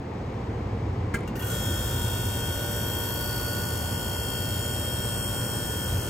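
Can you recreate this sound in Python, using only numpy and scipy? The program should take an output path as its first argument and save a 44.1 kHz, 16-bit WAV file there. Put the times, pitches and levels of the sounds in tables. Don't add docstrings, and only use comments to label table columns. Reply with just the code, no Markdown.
import sys
import numpy as np
from scipy import signal
from scipy.fft import rfft, irfft, next_fast_len
from scipy.io import wavfile
from scipy.ndimage import uniform_filter1d, minimum_filter1d, map_coordinates

SR = 44100
rng = np.random.default_rng(int(sys.argv[2]) if len(sys.argv) > 2 else 0)


def store_pcm(level_fs):
    pcm = np.round(np.clip(level_fs, -1, 1) * 32767).astype(np.int16)
    wavfile.write(sys.argv[1], SR, np.atleast_2d(pcm).T)


def gain_from_db(level_db):
    decades = np.asarray(level_db, float) / 20
    return 10 ** decades


N = 268877
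T = np.arange(N) / SR
HZ = np.fft.rfftfreq(next_fast_len(N), 1 / SR)

# time in seconds, level in dB.
RUMBLE_LEVEL = [(0, -38.5), (.3, -33), (1.0, -29.5), (1.27, -35.5), (1.59, -28.5), (2.45, -32), (2.7, -33),
                (3.75, -33), (3.95, -31.5), (5.8, -33), (5.98, -28), (6.1, -38)]
# frequency in Hz, level in dB per Hz.
RUMBLE_COLOUR = [(13, -51), (22, -14), (42, -10.5), (92, 2), (113, -3.5), (145, -16), (160, -21),
                 (210, -54), (350, -120)]
RUSH_COLOUR = [(76, -31), (130, -3), (284, -11), (321, -11.5), (474, -12), (509, -12.5), (587, -20.5),
               (779, -17), (1050, -21), (1420, -29.5), (2180, -30), (2790, -37), (3910, -41), (9000, -53.5),
               (11700, -99), (19800, -120)]
# frequency in Hz, wander in Hz, level in dB.
HUMS = [(119.2, 1.5, -40.5), (104.84, 4.07, -39.5), (87.8, 6.04, -42), (59.5, 2.8, -45.5)]
RUSH_TOP_DB = -60
RUSH_DB, RUSH_LOSS_DB = -37, -1.5
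ENTRY_DB, ENTRY_S = -3, 0.12
SHAKE_DB, SHAKE_FROM_S, SHAKE_RISE_S = -48.5, 1.36, 0.86

# time in seconds, peak in dB, ring in seconds, brightness in dB.
KNOCKS = [
    (1.139, -37, 0.036, -1),
    (1.142, -33, 0.057, -1),
    (1.155, -35, 0.074, -7),
    (1.188, -46, 0.046, -8),
    (1.275, -41, 0.1, -3),
    (1.354, -41, .12, -2),
    (1.395, -42, .1, -1),
    (1.423, -37, 0.087, -4),
]
# time in seconds, peak in dB, ring in seconds, brightness in dB.
BOUNCES = [
    (1.147, -36, .05, -4),
    (1.167, -42, .06, -7),
    (1.205, -44, .06, -16),
    (1.232, -48, 0.055, -16),
]
# frequency in Hz, level in dB, 60 dB fade in seconds.
RELAY_MODES = [(226, 3.5, 0.077), (382, -3, .05), (438, 4, 0.044), (1380, -0.5, 0.045), (1626, 1, 0.043),
               (1810, -8, .03), (2065, 0, 0.064), (2260, -14, 0.12), (3040, -13, .04), (5200, -20, 0.03),
               (7370, -10, .012), (8800, -6, 0.012), (9690, -2, 0.015)]
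SHELL_MODES = [(1484, -5, 0.061), (1870, -13, 0.066), (2780, -7, 0.093), (2845, -9, 0.098), (3130, -20, .1),
               (4300, -14, .04), (4830, -19, 0.065), (5900, -16, .1), (8600, -19, .08)]

# frequency in Hz, start and end in seconds, level in dB.
HELD = [
    (3290, 1.403, 1.487, -49),
    (2790, 1.42, 1.50, -57),
    (4780, 1.36, 1.44, -67),
    (5880, 1.357, 1.39, -62),
    (2860, 1.362, 1.40, -61),
]
HELD_EDGE_S = .004

# time in seconds,
# pitch of order 25 in Hz.
SHAFT = [(1.6, 1466), (5.94, 1459), (6.1, 1452)]
# time in seconds, share of full speed.
RUN_UP = [(1.35, .35), (1.42, .65), (1.47, .92), (1.51, 1)]
TICK_S = 3.0037

# place as part of a turn, level in dB, decay in ms.
VALVES = [
    (0.0, 2, 2.1),
    (.45, -12, 2),
]
# frequency in Hz, level in dB per Hz.
GAS_LOW_COLOUR = [(500, 9), (1000, -3), (1500, 0), (2000, -10.5), (2450, -10), (2780, -3.5), (3050, -8.5),
                  (3600, -13.5), (3800, -13), (3960, -14), (4130, -9), (4300, -2.5), (4550, -8.5),
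                  (4900, -9), (5300, -8), (6000, -7)]
GAS_TOP_COLOUR = [(6000, -9), (6700, -8.5), (7000, -20), (7300, -0.5), (7700, -5.5), (8300, 0), (8900, 1),
                  (10000, -1.5), (10700, -2), (11100, 2), (11450, -3.5), (12000, -1), (13000, -3),
                  (15800, -3)]
# time in seconds, half length in seconds, level change in dB.
TOP_SWAY = [(3.1, 0.41, 2), (4.7, .45, 0.5)]
GAS_START_S = 1.36
HISS_DB, HISS_DB_PER_OCT = -45, 16
TOP_DB, TOP_DB_PER_OCT = -42.5, 5.5
SURGE_DB, SURGE_S = 1.5, 0.24
TICK_HZ, TICK_WIDTH_HZ, TICK_DB = 12500, 530, 1.5
# frequency and half width in Hz, time and half length in s, change in dB.
SHADOWS = [(4850, 170, 2.9, .6, -11), (6000, 250, 4.8, .7, -6), (4600, 250, 1.62, .15, -8),
           (3600, 200, 5.5, .2, -5), (3600, 200, 3.2, .4, -5), (3950, 150, 3.8, .25, -5),
           (3900, 200, 2.4, .6, -4), (3950, 200, 4.9, .35, 4), (12750, 250, 2.95, .45, 4),
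           (12400, 300, 5.4, .8, -3), (7250, 100, 3.0, .6, -6), (6550, 100, 5.6, .5, -5),
           (5000, 100, 1.45, .1, -8)]

# frequency in Hz, width in Hz.
PANELS = [(3620, 120), (4540, 75), (5330, 220), (6960, 150), (7680, 40), (8330, 120), (8620, 60)]
PANEL_DB = [-62, -59.5, -57, -57.5, -65, -56.5, -66]
# time in seconds, half length in seconds, level change in dB.
PANEL_SWAY = [
    [(2.1, 1, 11)],
    [(2.3, 0.17, 2), (3.4, 0.39, 15), (4.37, 0.16, 7)],
    [(1.7, 0.32, 5.5), (4.95, .15, 1), (5.55, 0.54, 4.5)],
    [(1.65, 0.23, 4.5), (3.7, 0.3, 6.5), (4.3, 0.22, 5), (4.65, 0.14, 11), (5.5, 0.56, 6.5)],
    [(2.9, 0.64, 16)],
    [(2.3, 0.099, 3.5), (3.4, 0.41, 0), (4.35, 0.11, 5), (5.35, 0.98, 11.5)],
    [(3.6, 0.46, 18)],
]
# frequency in Hz, width in Hz.
SWEPT = [(1480, 70), (1830, 50), (2850, 130), (3290, 60)]
# level in dB at full speed, dB per octave of speed.
SWEPT_DB = [(-42, 13), (-52.5, 1), (-57, 5), (-48, 17)]
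# time in seconds, half length in seconds, level change in dB.
SWEPT_SWAY = [
    [(1.38, .03, 2), (1.47, .04, 0)],
    [(1.40, .03, 3)],
    [(1.432, .012, 5), (1.37, .02, -2), (1.47, .03, 2)],
    [(1.36, 0.03, -25), (1.415, .025, 9), (1.493, .008, -9), (1.52, .025, 8)],
]

ORDER_NUMBERS = [6, 8, 10, 16, 17, 19, 24, 26, 27, 30, 31, 44, 46, 47, 48, 50, 54, 57]
ORDER_DB = [-55, -53, -48, -53, -58, -59.5, -57, -55, -59, -60, -54.5, -67, -65, -58.5, -60, -63, -56, -58]
ORDER_PAN_DB = [0, 0, 0, 5, 3, 0, -4, -4, 0, -3, -3, 3, 5, 6, 6, 3, 5, 4]
# level in dB at 2 s, change in dB per second as the speed sags.
LEADS = [(-46.5, -0.44), (-47, 0.87), (-48.5, -1.5)]
LEAD_PAN_DB = [-6, 5.5, 4.5]
# time in seconds, half length in seconds, level change in dB.
LEAD_SWAY = [
    [(1.5, 0.04, 8.5), (1.86, 0.089, -4), (2.57, 0.14, 2.5), (3.45, 0.28, 6), (4.82, .08, -3)],
    [(1.55, 0.087, -10), (2.2, .1, -3), (2.42, .15, 4), (2.95, 0.13, 4.5), (3.7, 0.2, -3.5),
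     (4.33, 0.11, 3), (4.47, 0.071, -2), (4.8, 0.45, 3)],
    [(1.68, 0.16, 6.5), (2.1, 0.17, 3.5), (2.35, 0.065, -7), (3.48, 0.055, -11), (4.44, 0.085, -3),
     (4.8, 0.065, -5)],
]
CHIRP_ORDER, CHIRP_S, CHIRP_HALF_S, CHIRP_DB = 58, 1.425, .018, -56
LEAVE_S, LEAVE_DB_PER_S = 5.9, -22

# frequency in Hz, likeness from 0 to 1.
LIKENESS = [(250, 1.0), (500, .75), (850, .25), (1300, .5), (2200, .5), (3300, .6), (3900, .25), (4500, .5),
            (5600, .2), (6700, .9), (7500, .75), (9200, .92), (9600, 1), (10400, 1), (11400, .8),
            (12900, 1), (14000, 1), (15000, .8)]
# frequency in Hz, lead in radians.
PORT_LEAD = [(0, 0), (1600, .1), (3400, 1.4), (3700, 1.9), (4000, 1.6), (4300, .8), (5400, 1.2), (6400, 0),
             (7000, -.2), (9550, -np.pi), (10300, -np.pi), (13000, -2 * np.pi), (14100, -2 * np.pi),
             (15800, -8.9)]
# frequency in Hz, difference in dB.
PORT_LEAN = [(200, 0), (700, -2.5), (950, 6), (1450, 0), (2400, 2.5), (4400, 2), (5400, 6), (6500, 2),
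             (8300, 1.5), (9200, 2)]

# frequency in Hz, rise of the silencing threshold in dB.
SPILL = [(2400, 0), (3300, 0), (3420, 5.5), (3650, 2.5), (3850, 4), (4100, 2.5), (4300, 0), (4600, 0),
         (4800, 2), (5100, 0), (5800, 0), (6000, 1), (6200, 0), (8900, 0), (9300, 2), (10800, 2),
         (11300, 0)]
SPILL_FLICKER_DB, SPILL_FROM_S, SPILL_RISE_S = 2.2, 1.5, .6
DROP_DB, DROP_FLICKER_DB, MASK_BANDS = -12.5, 1.6, 14
BUSY_DB = -12

SIDES = np.array([[1], [-1]])


def rms_one(x):
    return x / np.sqrt(np.mean(x ** 2) + 1e-20)


def in_time(rows):
    s, *columns = np.transpose(rows)
    return [np.interp(T, s, column) for column in columns]


def at_hz(points, hz=HZ):
    known_hz, values = np.transpose(points)
    return np.interp(np.log(hz + 1), np.log(known_hz + 1), values)


def coloured(x, gain):
    size = next_fast_len(N)
    return irfft(rfft(x, size) * gain, size)[..., :N]


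def drift(rate, count=1):
    knots = rng.standard_normal((count, int(N / SR * rate) + 3))
    coarse = np.array([map_coordinates(k, [T[::64] * rate], order=3) for k in knots])
    return coarse.repeat(64, axis=1)[:, :N]


def swayed(spots):
    swells = sum(db * np.exp(-((T - s) / half_s) ** 2) for s, half_s, db in spots)
    return swells + LEAVE_DB_PER_S * np.maximum(T - LEAVE_S, 0)


def ports(pair):
    size = next_fast_len(N)
    alike = np.clip(at_hz(LIKENESS), 0, 1)
    turn = np.exp(.5j * np.interp(HZ, *np.transpose(PORT_LEAD))) * gain_from_db(at_hz(PORT_LEAN) / 2)
    a, b = rfft(pair, size)
    shared = np.sqrt((1 + alike) / 2) * a
    own = np.sqrt((1 - alike) / 2) * b
    return irfft([(shared + own) * turn, (shared - own) / turn], size)[:, :N]


def fan():
    rumble_db, = in_time(RUMBLE_LEVEL)
    shake = np.clip((T - SHAKE_FROM_S) / SHAKE_RISE_S, 0, 1)

    low = gain_from_db(at_hz(RUMBLE_COLOUR)) / (1 + (30 / (HZ + 1)) ** 6) / (1 + (HZ / 170) ** 8)
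    rumble = rms_one(coloured(rng.standard_normal(N), low)) * gain_from_db(-3.5)
    for hz, width_hz, level_db in HUMS:
        cycles = np.cumsum(hz + width_hz * drift(5)[0]) / SR
        rumble += gain_from_db(level_db + 37.5 + 2.2 * drift(4.004)[0]) * np.sin(2 * np.pi * cycles)

    rush_db = RUSH_DB + RUSH_LOSS_DB * shake + ENTRY_DB * np.exp(-T / ENTRY_S)
    below = [point for point in RUSH_COLOUR if point[0] < 10000]
    top = [(11500, RUSH_TOP_DB), (16000, RUSH_TOP_DB - 9)]
    colour = gain_from_db(at_hz(below + top)) / (1 + (125 / (HZ + 1)) ** 8)
    rush = rms_one(coloured(rng.standard_normal((2, N)), colour))

    shake_colour = 1 / (1 + (HZ / 280) ** 4) / (1 + (60 / (HZ + 1)) ** 4)
    apart = rms_one(coloured(rng.standard_normal(N), shake_colour))
    mixed = ports(gain_from_db(rush_db + 3) * rush) + gain_from_db(rumble_db) * rms_one(rumble)
    return mixed + gain_from_db(SHAKE_DB) * shake * apart * SIDES


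def ring(clicks, hz, t60):
    r, w = gain_from_db(-60 / (t60 * SR)), 2 * np.pi * hz / SR
    return signal.lfilter([0, np.sin(w)], [1, -2 * r * np.cos(w), r * r], clicks + 1e-18)


def knocks(blows):
    out = np.zeros((2, N))
    length = round(.4 * SR)
    t = T[:length]
    high_pass = signal.butter(2, 2500, "high", fs=SR, output="sos")
    for k, (s, peak_db, t60, bright_db) in enumerate(blows):
        i = round(s * SR)
        fade = gain_from_db(-60 * t / t60) + gain_from_db(-28 - 60 * t / 0.36)
        crack = rng.standard_normal((2, length)) * fade * (1 - np.exp(-t / .0003))
        modes = RELAY_MODES if k < 4 else SHELL_MODES
        push = crack * gain_from_db(-60 * t / 0.037)
        rings = sum(gain_from_db(db - 16.0 + rng.normal(0, 1)) * ring(push, hz, ring_s) for hz, db, ring_s in modes)
        bright = signal.sosfilt(high_pass, crack)
        out[:, i:i + length] += gain_from_db(peak_db) * (gain_from_db(bright_db) * bright + rings)
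    return ports(out) + gain_from_db(-10) * out[0]


def turns():
    done = np.cumsum(in_time(SHAFT)[0] * in_time(RUN_UP)[0] / 25) / SR
    return done - done[round(TICK_S * SR)]


def held():
    out = 0
    for hz, start_s, end_s, level_db in HELD:
        on = (1 + np.tanh((T - start_s) / HELD_EDGE_S)) * (1 - np.tanh((T - end_s) / HELD_EDGE_S)) / 4
        lead = np.interp(hz, *np.transpose(PORT_LEAD)) / 2 * SIDES
        level = on * gain_from_db(level_db + 2.5 * drift(59.9)[0])
        tone = np.sqrt(2) * np.sin(2 * np.pi * hz * T + .6 * drift(40.2)[0] + lead)
        out = out + level * tone / np.maximum(abs(np.cos(lead)), .5)
    return out


def patchy(x, depth_db, width_hz, rate):
    hz, s, cells = signal.stft(x, SR, nperseg=512)
    knots = rng.standard_normal((80, 40))
    places = np.meshgrid(hz / width_hz, s * rate, indexing="ij")
    field = map_coordinates(knots, places, order=3, mode="mirror")
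    shade_db = 0
    for at, wide, when, half_s, db in SHADOWS:
        shade_db = shade_db + db * np.exp(-((hz[:, None] - at) / wide) ** 2 - ((s - when) / half_s) ** 2)
    return signal.istft(cells * gain_from_db(depth_db * field + shade_db), SR, nperseg=512)[1][:, :N]


def panels(shaking, modes, levels):
    out, size = 0, next_fast_len(N)
    lines = rfft(shaking, size)
    for (hz, width_hz), level_db in zip(modes, levels):
        rung = irfft(lines / (1 + ((HZ - hz) / width_hz) ** 4), size)[:, :N]
        out = out + gain_from_db(level_db) * rms_one(rung)
    return out


def repeating(part):
    size, count = 1024, 5
    patterns = rng.standard_normal((2, count, size))[:, :, (part * size).astype(int)]
    blend = drift(0.99, count=count)
    return (patterns * blend).sum(axis=1) / np.sqrt((blend ** 2).sum(axis=0))


def gas_hiss(same, fresh, gate, octaves):
    share_db = at_hz([(800, -3.0), (1500, 0.0), (2200, -7.0), (3000, 3.5), (4500, 4.0), (6000, 7.0)])
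    low = coloured(same, gain_from_db(share_db)) + fresh
    low = coloured(low, gain_from_db(at_hz(GAS_LOW_COLOUR)) * (HZ > 500) / (1 + (HZ / 6200) ** 16))

    split = 1 / (1 + (HZ / 10000) ** 16)
    colour = gain_from_db(at_hz(GAS_TOP_COLOUR)) / (1 + (6200 / (HZ + 1)) ** 16)
    plate = gain_from_db(TICK_DB / (1 + ((HZ - TICK_HZ) / TICK_WIDTH_HZ) ** 2))
    middle = coloured((gain_from_db(-0.5) * same + fresh) * (gain_from_db(14.0) + gate), colour * split)
    high = coloured((gain_from_db(1.0) * same + fresh) * (gain_from_db(-3) + gate), colour * (1 - split) * plate)

    surge_db = SURGE_DB * np.exp(-np.maximum(T - RUN_UP[-1][0], 0) / SURGE_S)
    hiss_db = HISS_DB + HISS_DB_PER_OCT * octaves + surge_db
    high_db = TOP_DB + TOP_DB_PER_OCT * octaves + swayed(TOP_SWAY)
    hiss = gain_from_db(hiss_db) * gain_from_db(3) * (rms_one(low) + rms_one(middle))
    hiss = hiss + gain_from_db(high_db + 3.5) * rms_one(high)
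    return patchy(hiss * (T > GAS_START_S), depth_db=2.0, width_hz=250, rate=1.13)


def gas(turn, running):
    part = turn % 1
    gate = sum(gain_from_db(db) * np.exp(-((part - at) % 1) / (ms * 0.067)) for at, db, ms in VALVES)
    same = repeating(part)
    fresh = rng.standard_normal((2, N))
    gate = gate * gain_from_db(1.7 * drift(3.02))
    octaves = np.log2(in_time(RUN_UP)[0])
    hiss = gas_hiss(same, fresh, gate, octaves)

    shaking = same + 0.26 * fresh
    panel_db = [db + swayed(spots) for db, spots in zip(PANEL_DB, PANEL_SWAY)]
    rung = running * panels(shaking * (gain_from_db(6.0) + gate), PANELS, panel_db)
    swept_db = [db + per_oct * octaves + swayed(spots) for (db, per_oct), spots in zip(SWEPT_DB, SWEPT_SWAY)]
    swept = (T > GAS_START_S) * (1 - running) * panels(shaking, SWEPT, swept_db)
    return ports(hiss + rung + gain_from_db(1.0) * swept)


def whine(turn, running):
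    out = np.zeros((2, N))
    swells = drift(3.0, count=len(ORDER_DB))
    levels = [level_db + 2.6 * swell for level_db, swell in zip(ORDER_DB, swells)]
    levels += [db + per_s * (T - 2) + swayed(spots) for (db, per_s), spots in zip(LEADS, LEAD_SWAY)]
    orders = ORDER_NUMBERS + [25, 55, 56]
    pans_db = ORDER_PAN_DB + LEAD_PAN_DB
    phases = np.pi / 2 * np.square(orders)
    for order, level_db, pan_db, phase in zip(orders, levels, pans_db, phases):
        lead = np.interp(order * 58.5, *np.transpose(PORT_LEAD)) / 2
        wobble = 0.46 * drift(1.504)[0] + 0.21 * drift(14)[0]
        tone = np.sqrt(2) * np.sin(2 * np.pi * order * turn + phase + wobble + lead * SIDES)
        tone = tone / max(abs(np.cos(lead)), .5)
        out += gain_from_db(level_db + 0.9 * drift(30)[0]) * gain_from_db(pan_db / 2 * SIDES) * tone
    chirp_level = gain_from_db(CHIRP_DB) * np.exp(-((T - CHIRP_S) / CHIRP_HALF_S) ** 2)
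    return running * out + chirp_level * np.sin(2 * np.pi * CHIRP_ORDER * turn)


def scene():
    turn = turns()
    running = np.clip((T - 1.485) / .06, 0, 1)
    start = knocks(KNOCKS) + knocks(BOUNCES)
    return fan() + start + held() + gas(turn, running) + whine(turn, running)


def masked(x):
    shift, size, top, group = 136, 2048, 1020, 5
    pair = np.pad([x[0] + x[1], x[0] - x[1]], [(0, 0), (shift, 0)]) / 2
    hz, s, cells = signal.stft(pair, SR, window="cosine", nperseg=size)
    power = (abs(cells[:, :top]) ** 2).reshape(2, top // group, group, -1).mean(axis=2)

    own = uniform_filter1d(rng.standard_normal(power.shape), size=2, axis=2) * np.sqrt(2)
    flicker = own + drift(22)[0][np.minimum(s * SR, N - 1).astype(int)]
    spill_rise = np.clip((s - SPILL_FROM_S) / SPILL_RISE_S, 0, 1)
    spill_db = at_hz(SPILL, hz[2:top:group])[:, None] * spill_rise
    flicker_db = DROP_FLICKER_DB + SPILL_FLICKER_DB * np.minimum(spill_db / 2, 1)
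    mask_db = DROP_DB + spill_db + flicker_db * flicker
    around = uniform_filter1d(power.mean(axis=0), size=MASK_BANDS * 2 + 1, axis=0)
    mask = around * gain_from_db(2 * mask_db)

    treble = minimum_filter1d(power[:, 60:].sum(axis=(0, 1)), size=5)
    strong = uniform_filter1d(power, size=2, axis=2) > mask
    quiet_moment = treble < np.median(treble) * gain_from_db(2 * BUSY_DB)
    keep = strong | (hz[:top:group, None] < 3350) | quiet_moment
    kept = cells[:, :top] * keep.repeat(group, axis=1)
    back = signal.istft(kept, SR, window="cosine", nperseg=size, nfft=size)[1]
    mid, side = back[:, shift:N + shift]
    return np.array([mid + side, mid - side])


def roll_off(x):
    return signal.sosfilt(signal.butter(12, 16410, fs=SR, output="sos"), x)


def record(dry):
    mix = masked(coloured(dry, HZ < 15800))
    return roll_off(mix)


dry = scene()
out = record(dry)
store_pcm(out)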